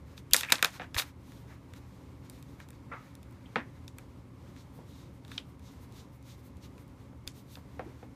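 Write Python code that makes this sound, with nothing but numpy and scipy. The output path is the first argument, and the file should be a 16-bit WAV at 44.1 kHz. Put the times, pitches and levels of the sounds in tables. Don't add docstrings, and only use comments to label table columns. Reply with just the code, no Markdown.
import sys
import numpy as np
from scipy import signal
from scipy.fft import rfft, irfft, next_fast_len
from scipy.io import wavfile
from scipy.ndimage import uniform_filter1d

SR = 44100
rng = np.random.default_rng(int(sys.argv[2]) if len(sys.argv) > 2 else 0)


def to_wav(sig):
    pcm = np.clip(np.atleast_2d(sig), -1, 1) * 32767
    pcm = np.round(pcm).astype(np.int16)
    wavfile.write(sys.argv[1], SR, pcm.T)


def voltage_ratio(level):
    return 10 ** (np.asarray(level, float) / 20)


N = 359415

# start_s, strength_db (drive at 4.5 kHz),
# shell_db (drive at 2 kHz over the strength), edge_db (drive at 10 kHz over the strength)
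STEEL_CLICKS = [(0.177, -27.5, -1, -15), (0.3105, -35, 4, 8), (0.3224, -44, -13, 6),
                (0.334, 14, -20.5, 0.5), (0.3433, -4, 14.5, 12.5), (0.364, 1, -20, 5),
                (0.4086, -13.5, 6, 6), (0.4323, -11.5, 6, -9), (0.4468, -26.5, 8, -4), (0.4832, -49, 28, 9),
                (0.4971, -39.5, 30.5, 0), (0.5024, -23.5, 10, 4), (0.521, 4, 7, -0.5), (0.5235, 1, 4, 5),
                (0.5269, -2, -7.5, -6.5), (0.555, -9.5, -4, -20), (0.582, -23, 10, -14),
                (0.5916, -42, 30, 15), (0.626, -2, 11, 3.5), (0.6454, -2.5, 10.5, 3.5), (0.6554, -15, 5, 2),
                (0.9443, -23.5, 6.5, -4), (0.9644, -28, 21, -3), (0.9775, -21, 6, 4),
                (0.982, -15.5, 11.5, -13), (0.9877, -23, 8, 9), (0.9954, -21, 16, -2),
                (1.0204, -23.5, 11, -7), (1.3197, -49.5, 18.5, 9), (1.736, -40, 13, 2.5),
                (1.7625, -48.5, 7, 4.5), (2.2977, -33, -11, 6), (2.4259, -40.5, -2.5, 5),
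                (2.6012, -46, 24, 8.5), (2.6871, -45.5, 3, 8), (2.7044, -46, 10.5, 15.5),
                (2.7294, -54.5, 17.5, 3.5), (3.1522, -41.5, 2, 8.5), (3.2294, -44, 2, 6.5),
                (3.3099, -57.5, 3.5, 16.5), (3.3239, -58, 6, 12), (3.8791, -27.5, -8.5, -5),
                (3.984, -40, 16, 14.5), (4.563, -50, 15.5, 4.5), (5.2485, -39, 4.5, -4),
                (5.2794, -44.5, 11, 4), (5.3162, -36, 17, 2), (5.3783, -15, -5, -35), (5.5944, -53, 7, 9.5),
                (5.9233, -50, 0.5, 8.5), (6.2263, -59, 2.5, 15.5), (6.5694, -52, -5, 6.5),
                (6.879, -57.5, 5.5, 12.5), (6.7791, -43, 7, -8), (7.269, -49.5, 19, 7.5),
                (7.2753, -17, -7.5, -3.5), (7.5541, -29.5, 0, -20)]


def rms_one(x):
    return x / np.sqrt(np.mean(x ** 2) + 1e-20)


def at_hz(points, hz):
    points = np.array(points)
    return np.interp(np.log(hz), np.log(points[:, 0]), points[:, 1])


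def coloured(x, spectrum):
    size = next_fast_len(N)
    hz = np.maximum(np.arange(size // 2 + 1) * SR / size, 1)
    shaped = rfft(x, size) * voltage_ratio(at_hz(spectrum, hz))
    return rms_one(irfft(shaped, size)[:N])


def resonance(x, hz, width_hz):
    r = np.exp(-np.pi * max(width_hz, 1) / SR)
    feedback = [1, -2 * r * np.cos(2 * np.pi * hz / SR), r * r]
    return signal.lfilter([(1 - r * r) / 2, 0, (r * r - 1) / 2], feedback, x + 1e-18)


def drift(rate_hz):
    steps = rng.standard_normal(int(N / SR * 40) + 2)
    r = np.exp(-2 * np.pi * rate_hz / 40)
    slow = signal.lfilter([1], [1, -r], steps)
    return rms_one(np.interp(np.arange(N) * 40 / SR, np.arange(len(steps)), slow))


def hum_and_air():
    # (per Hz, relative)
    air_colour = [(15, -56), (25, -28.5), (61, 0.5), (120, -2), (211, -7.5), (276, -11), (403, -13),
                  (542, -15.5), (691, -23), (905, -19.5), (1510, -30), (1680, -29), (10800, -43),
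                  (14600, -45.5), (15800, -44)]
    # pitch_hz, width_hz (of each of two passes), level_db (rms)
    hum_bands = [(78, 20, -58), (145, 18, -63), (192, 27, -63.5), (254.7, 18, -62), (281.3, 29, -62),
                 (351.6, 20, -71), (551, 30, -73.5), (1000, 500, -70), (2130, 330, -78.5)]
    out = voltage_ratio(-54 + 1.3 * drift(2.5)) * coloured(rng.standard_normal(N), air_colour)
    mains_buzz = np.sin(2 * np.pi * 119.8 * np.arange(N) / SR)
    out += voltage_ratio(-54.0 + 0.89 * drift(2.7)) * mains_buzz
    for hz, width_hz, level_db in hum_bands:
        once = resonance(rng.standard_normal(N + SR), hz, width_hz)
        band = resonance(once, hz, width_hz)[SR:]
        out += voltage_ratio(level_db) * rms_one(band)
    return out


def room(x, gap_ms=2.3):
    # pitch_hz, t60_s, level_db (over the stored level)
    decay = np.array([(250, 0.067, -8), (700, 0.13, -6), (1500, 0.094, -6), (3000, .13, -15),
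                      (6000, 0.13, -16.5), (12000, 0.13, -15)])
    out, lag = 0, round(gap_ms * SR / 1000)
    white = rng.standard_normal((2, N))
    for k, hz in enumerate(200 * 2 ** np.arange(0, 6.3, .5)):
        sos = signal.butter(2, [hz / 2 ** .25, hz * 2 ** .25], "band", fs=SR, output="sos")
        keep = voltage_ratio(-120 / (at_hz(decay[:, :2], hz) * SR))
        energy = signal.sosfilt(sos, x + 1e-18) ** 2
        stored = signal.lfilter([1 - keep], [1, -keep], energy)
        stored = np.append(np.zeros(lag), uniform_filter1d(stored, size=64)[:N - lag])
        noise = rms_one(signal.sosfilt(sos, white[k % 2]))
        out = out + voltage_ratio(at_hz(decay[:, ::2], hz)) * np.sqrt(np.abs(stored)) * noise
    return out


def pushes():
    # middle_s, sine_db (peak of the sine before the bell), pitch_hz
    hand_passes = [(0.333, -32.5, 64.6), (0.966, -29.5, 75), (7.274, -41, 70.3)]
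    now, out = np.arange(N) / SR, 0
    for s, sine_db, hz in hand_passes:
        bell = np.exp(-(2.2 * hz * (now - s)) ** 2)
        out = out + voltage_ratio(sine_db) * np.sin(2 * np.pi * hz * (now - s)) * bell
    return out


def strokes():
    # middle_s, length_ms (at half power), rasp_db (tool tip),
    # regrip_skin_db (skin hiss of the regrip that follows)
    screw_turns = [(4.599, 44, -63, -69), (4.992, 75, -63, -77), (5.333, 67, -59.5, -73),
                   (5.675, 51, -62, -66), (5.985, 53, -60, -70), (6.303, 61, -60, -67),
                   (6.648, 28, -58, -68.5), (7.011, 36, -76, -83.5)]
    # middle_s, length_ms (at half power), rasp_db, dullness_db (slide over the rasp)
    handling = [(.12, 75, -70.5, 1), (.184, 20, -59.5, -10), (.385, 40, -33.5, -8), (.5, 15, -65, 8),
                (.56, 140, -52, 2), (.748, 39, -55.5, 1.5), (.825, 34, -64.5, 2), (0.953, 7.6, -43, -7),
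                (0.989, 16.8, -30, -5.5), (1.01, 22, -41.5, -10), (1.072, 40, -60, 2.5),
                (1.312, 114, -68, -6), (1.391, 58, -71, -6.5), (1.518, 60, -67.5, 7.5),
                (1.77, 25, -63, -1.5), (1.9, 220, -74.5, 0.5), (2.258, 27, -68.5, 2.5),
                (2.357, 87, -69, -0.5), (2.509, 62, -71, -3.5), (2.62, 45, -67, 4), (2.75, 31, -71.5, -2),
                (2.94, 40, -73, 18.5), (3.05, 106, -69, 4), (3.45, 310, -76.5, 6), (3.761, 29, -73, 3.5),
                (4.009, 29, -72.5, 1.5), (4.499, 85, -74, 1), (4.9, 39, -68, -10), (5.74, 58, -70.5, -2),
                (6.391, 25.4, -69.5, -7), (7.38, 45, -64, -14.5), (7.535, 63, -62, -12),
                (7.771, 99, -71.5, 2), (7.89, 66, -75, 8.5), (7.999, 96, -73, 3.5)]
    turns = [(s, ms, rasp_db - 7.5, rasp_db, rasp_db - 7.5) for s, ms, rasp_db, _ in screw_turns]
    regrip_after_s, regrip_ms = 0.16, 34
    regrips = [(s + regrip_after_s, regrip_ms, skin_db - 3, skin_db - 4, skin_db)
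               for s, *_, skin_db in screw_turns]
    rubs = [(s, ms, rasp_db + dull_db, rasp_db, rasp_db - 5 - .35 * dull_db)
            for s, ms, rasp_db, dull_db in handling]
    return turns + regrips + rubs


def rubbing(grain_db=4.0, per_s=2100.0, smooth=1.8, flutter_db=1.5):
    # (per Hz, relative)
    slide_colour = [(240, -35), (400, -19), (847, -4), (1310, -4.5), (2150, -5), (2800, -14.5), (3760, -43),
                    (5000, -29), (6500, -67), (11000, -120)]
    # (per Hz, relative)
    rasp_colour = [(1500, -41.5), (2300, -6), (3000, -6), (3700, -1), (5000, -6), (6500, -5.5), (8500, -14),
                   (13000, -28.5)]
    # (per Hz, relative)
    skin_colour = [(4000, -33.5), (6500, -15.5), (8500, -6), (11000, -5), (14000, -2), (15500, -8)]
    now, power = np.arange(0, N, 32) / SR, 0
    for s, ms, *level_db in strokes():
        swell = np.exp(-(1665 * (now - s) / ms) ** 2)
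        power = power + voltage_ratio(np.array(level_db))[:, None] ** 2 * swell
    out = 0
    for level, spectrum in zip(np.sqrt(power), (slide_colour, rasp_colour, skin_colour)):
        sizes = voltage_ratio(grain_db * np.minimum(rng.exponential(1, N), 5))
        grains = sizes * (rng.random(N) < per_s / SR) * rng.choice([-1, 1], N)
        sound = coloured(grains + smooth * rng.standard_normal(N), spectrum)
        out = out + np.interp(np.arange(N) / SR, now, level) * voltage_ratio(flutter_db * drift(18)) * sound
    return out


def blows():
    # start_s, thud_db (drive at 700 Hz), shell_db (drive at 2 kHz over the thud)
    desk_bumps = [(0.7965, -24.5, 7.5), (0.8102, -36.5, 14.5), (0.8169, -29.5, 13.5), (0.824, -41.5, 6),
                  (0.841, -34.5, 7), (2.9147, -30.5, -5), (2.9247, -33.5, -6.5), (2.9348, -30, 3.5),
                  (3.5576, -15, 12), (3.5623, -12.5, -2.5), (4.787, -30.5, -22), (7.1288, -38.5, -9.5),
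                  (7.5702, -34, -6.5), (7.793, -19.5, -5), (8.0273, -29.5, -11)]
    hz = (700, 2000, 4500, 10000)
    click_ms, bump_ms = .9, .8
    thud_db = -22
    steel_db, edge_db = -20.5, -32
    hits = []
    for s, db, shell, edge in STEEL_CLICKS:
        drive_db = (db + shell + thud_db, db + shell, db, db + edge)
        hits.append((s, click_ms, list(zip(hz, drive_db))))
    for s, db, shell in desk_bumps:
        drive_db = (db, db + shell, db + shell + steel_db, db + edge_db)
        hits.append((s, bump_ms, list(zip(hz, drive_db))))
    return hits


def jolts():
    # pitch_hz, width_hz, t60_ms, after_click_db, after_bump_db
    loose_parts = [(268, 110, 190, -33, -25.5), (820, 550, 140, -34, -27.5),
                   (1650, 1800, 120, -39.5, -27.5), (3300, 1900, 110, -45, -32.5),
                   (5655, 8900, 140, -38.5, -42)]
    # start_s, t60_ms, level_db (rms before the decay), pitch_hz
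    skids_to_rest = [(0.313, 480, -49, 2900), (.432, 98, -32, 2420), (0.434, 180, -37.5, 1787),
                     (0.486, 83, -34, 2400), (0.486, 160, -45, 1800), (.984, 64, -26.5, 3850),
                     (2.914, 240, -41, 1240), (2.917, 240, -50.5, 2050), (3.457, 60, -58.5, 3000),
                     (3.575, 260, -48.5, 1854), (5.315, 110, -49.5, 3700), (4.891, 650, -67, 3760),
                     (5.3788, 19.7, -24.5, 3080), (5.382, 150, -58, 3100), (7.855, 120, -41.5, 350)]
    found = []
    for k, (s, chatter_ms, drive) in enumerate(blows()):
        for hz, width_hz, ms, click_db, bump_db in loose_parts:
            after_db = click_db if k < len(STEEL_CLICKS) else bump_db
            found.append((s + chatter_ms / 1000, ms, at_hz(drive, hz) + after_db, hz, width_hz))
    return found + [(s, ms, db, hz, 0.32 * hz) for s, ms, db, hz in skids_to_rest]


def skids(grain_db=5.0, per_s=4500.0, smooth=0.7, hurry=1.15):
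    t, out = np.arange(SR // 4) / SR, np.zeros(N + SR // 4)
    for s, ms, level_db, hz, width_hz in jolts():
        sizes = voltage_ratio(grain_db * np.minimum(rng.exponential(1, len(t)), 4))
        knocks = sizes * (rng.random(len(t)) < per_s / SR)
        sound = (knocks + smooth) * rng.standard_normal(len(t))
        for pass_width_hz in (width_hz, width_hz, 0.87 * width_hz):
            sound = resonance(sound, hz, pass_width_hz)
        decay_db = 60 * (1000 * t / ms) ** hurry
        out[round(s * SR):][:len(t)] += voltage_ratio(level_db - decay_db) * rms_one(sound)
    return out[:N]


def contacts(scatter_db=1.0, crack_db=-20.0, level_db=-6):
    # pitch_hz, width_hz, level_db (relative)
    modes = [(157, 69, -10), (272, 170, -10), (437, 82, -8), (517, 54, -5.5), (747, 92, -6), (880, 160, -7),
             (1330, 200, -3), (1600, 350, 2), (1790, 690, 4), (2400, 270, -5), (2680, 390, -1.5),
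             (3264, 250, -8), (3700, 400, 3), (4300, 410, -6), (4900, 620, 2.5), (6200, 440, -8.5),
             (6790, 720, 0.5), (8640, 1200, -10.5), (8800, 830, -13), (10650, 2700, -5.5),
             (11554, 7500, -14), (13100, 8100, -5), (13500, 900, -12.5)]
    t = np.arange(2048) / SR
    hits = blows()
    luck = rng.standard_normal((len(hits), 32))
    chatter = rng.standard_normal((len(hits), len(t)))
    drive = np.zeros((len(modes) + 1, N + len(t)))
    hz, width_hz, mode_db = np.transpose(modes)
    reach = 1 / (1 + (2 * (np.fft.rfftfreq(len(t), 1 / SR) - hz[:, None]) / width_hz[:, None]) ** 2)
    reach /= reach.sum(axis=1, keepdims=True)
    for k, (s, ms, colour) in enumerate(hits):
        ms = np.clip(ms, .2, 9)
        burst = chatter[k] * np.exp(-(500 * t / ms) ** 2) / np.sqrt(ms)
        strike_db = level_db + at_hz(colour, hz) + mode_db + scatter_db * luck[k, :len(hz)]
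        strength = voltage_ratio(strike_db) * SR / width_hz / 60
        crack = voltage_ratio(colour[-1][1] + crack_db)
        strength /= np.sqrt(reach @ np.abs(rfft(burst)) ** 2 / np.sum(burst ** 2))
        i = round(s * SR)
        drive[:, i:i + len(t)] += np.append(strength, crack)[:, None] * burst
    out = np.diff(drive[-1])[:N]
    for m in range(len(hz)):
        low_pass = signal.butter(4, min(1.5 * hz[m], .45 * SR), fs=SR, output="sos")
        soft = signal.sosfilt(low_pass, drive[m, :N] + 1e-18)
        out += (-1) ** m * resonance(soft, hz[m], width_hz[m])
    return out


def scene():
    close = contacts() + rubbing() + skids()
    return (close + room(close) + pushes() + hum_and_air())[None]


def band_limit(x):
    return signal.sosfilt(signal.butter(12, 16540, fs=SR, output="sos"), x)


def record(dry):
    threshold_db, share, release_db_s = -30, .3, 40
    ceiling = .75
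    level_db = 10 * np.log10(uniform_filter1d(dry[0] ** 2, size=256) + 1e-12)
    climb_db = release_db_s * np.arange(N) / SR
    wanted_db = share * np.maximum(level_db - threshold_db, 0)
    duck_db = np.maximum.accumulate(wanted_db + climb_db) - climb_db
    duck_db = signal.lfilter([.008], [1, -.992], duck_db)
    rounded = ceiling * np.tanh(dry * voltage_ratio(-duck_db) / ceiling)
    cut = signal.sosfilt(signal.cheby2(10, 50, 15900, fs=SR, output="sos"), rounded)
    return band_limit(cut)


dry = scene()
out = record(dry)
to_wav(out)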